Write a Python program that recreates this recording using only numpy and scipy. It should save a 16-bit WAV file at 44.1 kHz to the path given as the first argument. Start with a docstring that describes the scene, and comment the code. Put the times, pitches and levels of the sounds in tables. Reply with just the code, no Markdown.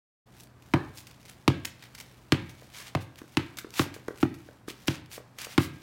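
"""A basketball is dribbled on a concrete driveway in front of a house wall with lapped siding.
Each bounce sums damped shell modes (thump), filtered noise (knock, crack) and ringing modes of the air inside.
Hands pat the ball with swelling pops; sandals scuff and slap as noise under grit and swell envelopes.
A filtered echo train (wall) and decaying noise bands (yard) answer; coloured noise and a wavering
sine make the outdoor air and a distant machine's hum."""
import sys
import numpy as np
from scipy import signal
from scipy.fft import rfft, irfft
from scipy.io import wavfile

SR = 44100
rng = np.random.default_rng(int(sys.argv[2]) if len(sys.argv) > 2 else 0)


def log_audio(samples):
    """Write samples as a 16-bit WAV file to the path given in sys.argv[1]."""
    # one column per channel
    frames = np.atleast_2d(samples).T
    # limit to full scale, then quantise
    limited = np.clip(frames, -1, 1)
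    pcm = np.round(limited * 32767).astype(np.int16)
    wavfile.write(sys.argv[1], SR, pcm)


N = 256662
TIME = np.arange(N) / SR
AGE = TIME[:SR * 3 // 4]   # time since a contact [s]
WALL_ECHO_S = 0.0226

# soles dragging on concrete: (peak time [s], level [dB], time to swell or die by 10 dB [s],
# grittiness [0-1], brightness [dB])
SCUFFS = [(.415, -57, .03, 0.85, 15), (0.985, -49.5, 0.03, 0.6, 10), (1.11, -52.5, 0.01, 0.78, -8),
          (1.272, -53.5, 0.06, 0.88, -2.5), (1.839, -56, .035, 0.6, -12), (2.0, -45.5, 0.02, 0.95, -1.5),
          (2.793, -44, 0.0541, 0.47, -4.5), (2.875, -47, 0.0259, .3, -7.5), (3.02, -50.5, 0.02, 0.5, 2),
          (3.188, -48.5, .011, 0.67, -4), (3.797, -34, 0.044, 0.05, -2.5), (4.212, -48.5, .04, 0.83, 0.5),
          (4.699, -41.5, 0.01, 0.54, -6), (4.877, -39.5, .01, 0.9, 4), (4.93, -47, 0.0441, .6, -14.5),
          (5.144, -42.5, 0.03, 0.33, 4), (5.425, -41, .038, 0.38, -4.5), (5.521, -46, 0.037, 0.15, -5),
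          (5.627, -41, .034, 0, 4.5)]


def from_db(db):
    """Level in dB to amplitude."""
    return 10 ** (np.asarray(db) / 20)


def rms_one(x):
    """Scales to rms 1."""
    return x / np.sqrt(np.mean(x ** 2) + 1e-20)


def unit_blow(x):
    """Scales a short sound to rms 1 when its energy is counted over 10 ms."""
    return x / np.sqrt(np.sum(x ** 2) / (SR / 100))


def cut(x, hz, kind, order=2):
    """Butterworth filter."""
    return signal.sosfilt(signal.butter(order, hz, kind, fs=SR, output="sos"), x)


def at_hz(rows, hz, axis=1):
    """Reads one column of a table on a log-frequency axis."""
    rows = np.array(rows)
    return np.interp(np.log(np.maximum(hz, 1)), np.log(rows[:, 0]), rows[:, axis])


def colour(x, spectrum):
    """Shapes noise to a spectrum; rms 1."""
    gain = from_db(at_hz(spectrum, np.fft.rfftfreq(len(x), 1 / SR)))
    return rms_one(irfft(rfft(x) * gain, len(x)))


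def drift(rate_hz):
    """Low-passed noise with rms 1, filter settled for 1 s."""
    return rms_one(cut(rng.standard_normal(N + SR), rate_hz, "low")[SR:])


def fade(t60_s):
    """Exponential decay by 60 dB in t60_s."""
    return np.exp(-np.log(1000) * AGE / t60_s)


def late(x, delay_s):
    """Delays a short sound."""
    return np.interp(AGE - delay_s, AGE, x, left=0)


def ring(hz, t60_s):
    """A struck mode: damped sine."""
    return np.sin(2 * np.pi * hz * AGE) * fade(t60_s)


def through(x, response):
    """Convolution that keeps the length."""
    return signal.fftconvolve(x, response)[:len(x)]


def add(track, start_s, sound):
    """Lays a sound into a track."""
    at = round(start_s * SR)
    track[at:at + len(sound)] += sound[:N - at]


def dribble(direct_ping_db=-3, scattered_knock_db=-1.5, wall_spread_s=0.0005):
    """Thump, knock, crack and ping per bounce; each lands on a new spot, so the wall delay scatters."""
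    # bounces: (time [s], thump [dB], lift-off boom re thump [dB], knock [dB], crack [dB], crack pitch [Hz])
    bounces = [(0.7376, 2.5, 1, -21, -24.5, 1830), (1.4788, 4, 2, -24.5, -22, 2580),
               (2.3220, 2, 2, -29, -21, 2560), (2.9507, -7.5, 8, -27, -29.5, 2170),
               (3.3711, 0, -2.5, -31.5, -23.5, 2420), (3.7947, -0.5, -1, -26, -25.5, 2380),
               (4.2291, 4.5, -7, -27, -30.5, 1940), (4.8817, -3, 1.5, -35, -25, 2860),
               (5.5791, 4.5, -0.5, -23.5, -22.5, 2820)]
    out = np.zeros(N)
    for start_s, thump_db, boom_db, knock_db, crack_db, crack_hz in bounces:
        body = from_db(thump_db) * thump(boom_db)
        air = ping()
        direct_top = crack(crack_hz) + from_db(direct_ping_db) * air
        ball = body + from_db(knock_db) * knock() + from_db(crack_db) * direct_top

        # summed over all directions, the patter evens out into one plain slap
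        scattered_top = crack(crack_hz, flutter=0) + air
        scattered_knock = from_db(knock_db + scattered_knock_db) * knock()
        all_round = body + scattered_knock + from_db(crack_db) * scattered_top

        echo_s = WALL_ECHO_S + wall_spread_s * rng.standard_normal()
        add(out, start_s, ball + wall(ball, echo_s) + yard(all_round))
    return out


def thump(boom_db):
    """Two shell modes swing against each other while the ball is squashed; lower ones follow as it lifts off."""
    # slow shell modes: (frequency [Hz], signed swing [amplitude], t60 [s], start after first contact [s],
    # share in the lift-off boom [0-1])
    shell_modes = [(251.6, -0.36, 0.031, 0.00064, 0.1), (331, 0.34, 0.036, 0.0008, 0),
                   (131.8, 0.21, 0.056, 0.00798, 0.87), (96.1, 0.021, 0.24, 0.01675, 0.9)]
    swing = np.zeros(len(AGE))
    for hz, height, t60_s, start_s, share in shell_modes:
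        mode = ring(hz * rng.normal(1, 0.011), t60_s)
        swing += height * from_db(boom_db * share) * late(mode, start_s)
    # the thump has little deep bass: high-passed at 80 and 40 Hz
    return cut(cut(swing, 80, "high"), 40, "high", order=1)


def crack(hz, flutter=0.1, cycles=2.7, flutter_t60_s=0.027, low_hz=750, edge=0.0043):
    """The skin slaps down, then its pebbles patter: impulse plus fading noise drives a short ring."""
    slap = AGE == 0
    patter = flutter * rng.standard_normal(len(AGE)) * fade(flutter_t60_s)
    force = patter - slap
    return unit_blow(cut(through(force, ring(hz, cycles / hz)) + edge * force, low_hz, "high"))


def knock(low_hz=385, high_hz=1420, t60_s=0.031):
    """Dense, quickly damped ripples run round the skin as the contact patch spreads: band-passed noise."""
    return unit_blow(cut(rng.standard_normal(len(AGE)) * fade(t60_s), [low_hz, high_hz], "band"))


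def ping(spread_db=2.0):
    """The enclosed air rings, with a new balance of modes on every bounce."""
    # modes of the air inside the ball: (frequency [Hz], mean level [dB], t60 [s])
    air_modes = [(541, -20.5, 0.35), (1614, -26, 0.6), (2260, -29, 0.87), (2590, -47, 0.35),
                 (2840, -47, 0.32), (3200, -49, .6), (3474, -40, 0.54), (3600, -33.5, 0.69),
                 (4350, -36, .45)]
    return sum(from_db(db + spread_db * rng.standard_normal()) * ring(hz, t60_s)
               for hz, db, t60_s in air_modes)


def hands(palm_cycles=3.14, palm_lag_s=0.0011, skin_db=-17):
    """A small smack of skin, then the soft, swelling pop of the palm."""
    # hands on the ball: (time [s], peak of the pop [dB], pitch [Hz])
    pats = [(2.621, -43, 507), (3.216, -34.5, 300), (3.645, -31, 347), (3.963, -35.5, 414),
            (4.083, -21.5, 400), (4.487, -38, 530), (4.681, -27.5, 330), (5.178, -31.5, 506),
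            (5.468, -34.5, 523)]
    out = np.zeros(N)
    for start_s, db, hz in pats:
        pop = late(ring(hz, palm_cycles / hz) * AGE, palm_lag_s)   # factor AGE makes it swell
        smack = knock(low_hz=1030, high_hz=1700, t60_s=0.023)
        add(out, start_s, from_db(db) * (pop / np.abs(pop).max() + from_db(skin_db) * smack))
    return out


def sandals(sand_db=3.5, split_hz=4800, slap_bright_db=-1.5):
    """Soles rub in swells that grit breaks into grains; slaps and ticks start at once and die fast."""
    # colour of rubber on concrete: (frequency [Hz], density [dB per Hz])
    sole_spectrum = [(200, -24.5), (700, -10.5), (1300, -6.5), (2200, -2), (3500, -4), (5500, -5.5),
                     (9000, -10), (15000, -12.5)]
    # sharp slaps of a sandal or of the fingers: (time [s], level [dB], t60 [s])
    slaps = [(0.4008, -44, 0.014), (0.623, -49.5, 0.022), (1.069, -44, 0.059), (1.297, -39.5, 0.018),
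             (1.649, -27.5, 0.029), (1.653, -25, 0.021), (1.949, -38.5, 0.045), (2.007, -40.5, 0.028),
             (2.494, -46.5, .1), (2.784, -37, .015), (3.571, -36.5, 0.053), (3.586, -30, 0.048),
             (3.739, -36.5, 0.028), (3.9408, -40, 0.082), (4.0816, -35.5, 0.013), (4.341, -49, 0.076),
             (4.684, -38.5, 0.094), (5.386, -34.5, 0.044), (5.416, -30.5, .022), (5.447, -30.5, 0.025)]
    grains = grit_power()
    dull_power, bright_power = np.zeros(N), np.zeros(N)
    for level_db, grit, bright_db in drags():
        near = level_db > -120   # skip the inaudible part
        share = np.clip(grit, 0, 1)
        grain_power = 1 - share + share * grains[near] / grains.mean()
        level = from_db(level_db[near]) * np.sqrt(grain_power)
        dull_power[near] += (level * from_db(-bright_db / 2)) ** 2
        bright_power[near] += (level * from_db(bright_db / 2)) ** 2
    for start_s, db, t60_s in slaps + loose_ticks():
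        add(dull_power, start_s, (from_db(db) * fade(t60_s)) ** 2)
        add(bright_power, start_s, (from_db(db + slap_bright_db) * fade(t60_s)) ** 2)

    # the rubbing is itself a stream of sand ticks of very unequal size
    sand = from_db(sand_db * drift(2900))
    rub = colour(rng.standard_normal(N) * sand, sole_spectrum)
    low = cut(rub, split_hz, "low", order=1)
    return np.sqrt(dull_power) * low + np.sqrt(bright_power) * (rub - low)


def drags(shuffle_grit=0.59, shuffle_bright_db=-2):
    """Yields (level curve [dB], grittiness, brightness [dB]) for the shuffling and for each scuff."""
    # faint gritty shuffling between the scuffs: (time [s], level [dB])
    shuffle = [(.28, -76), (.37, -58), (.5, -85), (.59, -73), (.66, -63.5), (1.35, -66), (1.75, -67),
               (2.12, -61.5), (2.25, -67), (2.72, -60), (3.1, -74), (3.32, -60), (3.55, -66), (4.52, -64),
               (4.64, -77), (4.8, -58), (5.08, -80), (5.8, -61.5)]
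    yield np.interp(TIME, *np.transpose(shuffle)), shuffle_grit, shuffle_bright_db
    for peak_s, db, swell_s, grit, bright_db in SCUFFS:
        yield db - 10 * ((TIME - peak_s) / swell_s) ** 2, grit, bright_db


def grit_power(per_s=170, size_db=1.5, grain_t60_s=0.018):
    """Grains crack under the sole at random, each with a sudden start; returns their power."""
    sizes = from_db(size_db * rng.standard_normal(N)) * (rng.random(N) < per_s / SR)
    return np.abs(through(sizes ** 2, fade(grain_t60_s) ** 2))


def loose_ticks(per_scuff=3, tick_db=-3.5, spread_db=6, reach=1.5, t60_s=0.0092):
    """Each scuff snaps loose grains around it, louder on grittier ground: (time [s], level [dB], t60 [s])."""
    ticks = []
    for peak_s, db, swell_s, grit, _ in SCUFFS:
        grit_db = 10 * np.log10(max(grit, 1e-3))
        for when, size in rng.uniform(-2.6, 2, (per_scuff, 2)):
            start_s = peak_s + reach * swell_s * when
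            ticks.append((start_s, db + tick_db + spread_db * size + grit_db, t60_s))
    return ticks


def wall(x, delay_s, echo_db=-10, low_hz=190, dull_hz=900, laps_db=-31, laps_hz=1500, laps_t60_s=0.064):
    """One dull echo, trailed by a quick even train of tiny ones from the laps of the siding."""
    click = 1. * (AGE == 0)
    flat = from_db(echo_db) * cut(cut(click, low_hz, "high", order=1), dull_hz, "low", order=1)
    train = np.diff(np.floor(AGE * laps_hz), prepend=0)   # one click per lap
    laps = cut(from_db(laps_db) * train * fade(laps_t60_s), [900, 4000], "band", order=1)
    return through(x, late(flat + laps, delay_s))


def yard(x):
    """Scatter from bushes, car and houses: bands of noise that build up and die away."""
    # diffuse answer; the deepest band builds up slowest, the others within about 10 ms:
    # (frequency [Hz], level [dB], t60 [s], build-up [s])
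    yard_bands = [(60, -11, 0.64, 0.055), (119, -10, 0.44, 0.0095), (300, -13, 0.53, 0.01),
                  (580, -9, 0.37, 0.0028), (1500, -10, 0.49, 0.0059), (3050, -12, 0.46, 0.0098),
                  (5940, -12.5, 0.28, 0.0085), (14100, -10.5, 0.15, 0.0048)]
    edges_hz = np.geomspace(55, 17000, 10)
    response = np.zeros(len(AGE))
    for low_hz, high_hz in zip(edges_hz, edges_hz[1:]):
        hz = np.sqrt(low_hz * high_hz)
        build_up = 1 - np.exp(-(AGE / at_hz(yard_bands, hz, axis=3)) ** 2)
        shape = fade(at_hz(yard_bands, hz, axis=2)) * build_up
        band = rms_one(cut(rng.standard_normal(len(AGE)), [low_hz, high_hz], "band") * shape)
        # scaled so that the table level is the gain within the band
        width_gain = np.sqrt(2 * (high_hz - low_hz) / SR / len(AGE))
        response += band * from_db(at_hz(yard_bands, hz)) * width_gain
    return through(x, response)


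def background(air_db=-57, low_hz=52, hum_hz=123.4, hum_db=-60.5, waver_hz=1.9, waver_db=-1.0):
    """Steady outdoor air as coloured noise; a distant machine's hum as a sine wavering in pitch and level."""
    # outdoor air: (frequency [Hz], density [dB per Hz])
    air_spectrum = [(25, -17), (60, -5), (125, -10), (190, -8.5), (300, -12.5), (420, -17.5), (850, -19),
                    (1700, -25.5), (2900, -35.5), (4300, -37), (6400, -41), (16000, -47)]
    phase = 2 * np.pi * np.cumsum(hum_hz + waver_hz * drift(7.5)) / SR
    hum = from_db(hum_db + waver_db * drift(22)) * np.sqrt(2) * np.sin(phase)
    air = cut(colour(rng.standard_normal(N), air_spectrum), low_hz, "high")
    return hum + from_db(air_db) * air


def scene(player_echo_db=2, player_yard_db=2.0):
    """Ball and player before the wall, over the background."""
    player = hands() + sandals()
    wall_echo = from_db(player_echo_db) * wall(player, WALL_ECHO_S)
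    yard_echo = from_db(player_yard_db) * yard(player)
    return (dribble() + player + wall_echo + yard_echo + background())[None]


def record(dry, start_s=0.257, cutoff_hz=16000):
    """The microphone opens over 10 ms after a moment of silence; the top is cut steeply."""
    opened = dry * np.clip((TIME - start_s) / 0.01, 0, 1)
    return signal.sosfilt(signal.ellip(10, 0.1, 80, cutoff_hz, fs=SR, output="sos"), opened)


dry = scene()
out = record(dry)
log_audio(out)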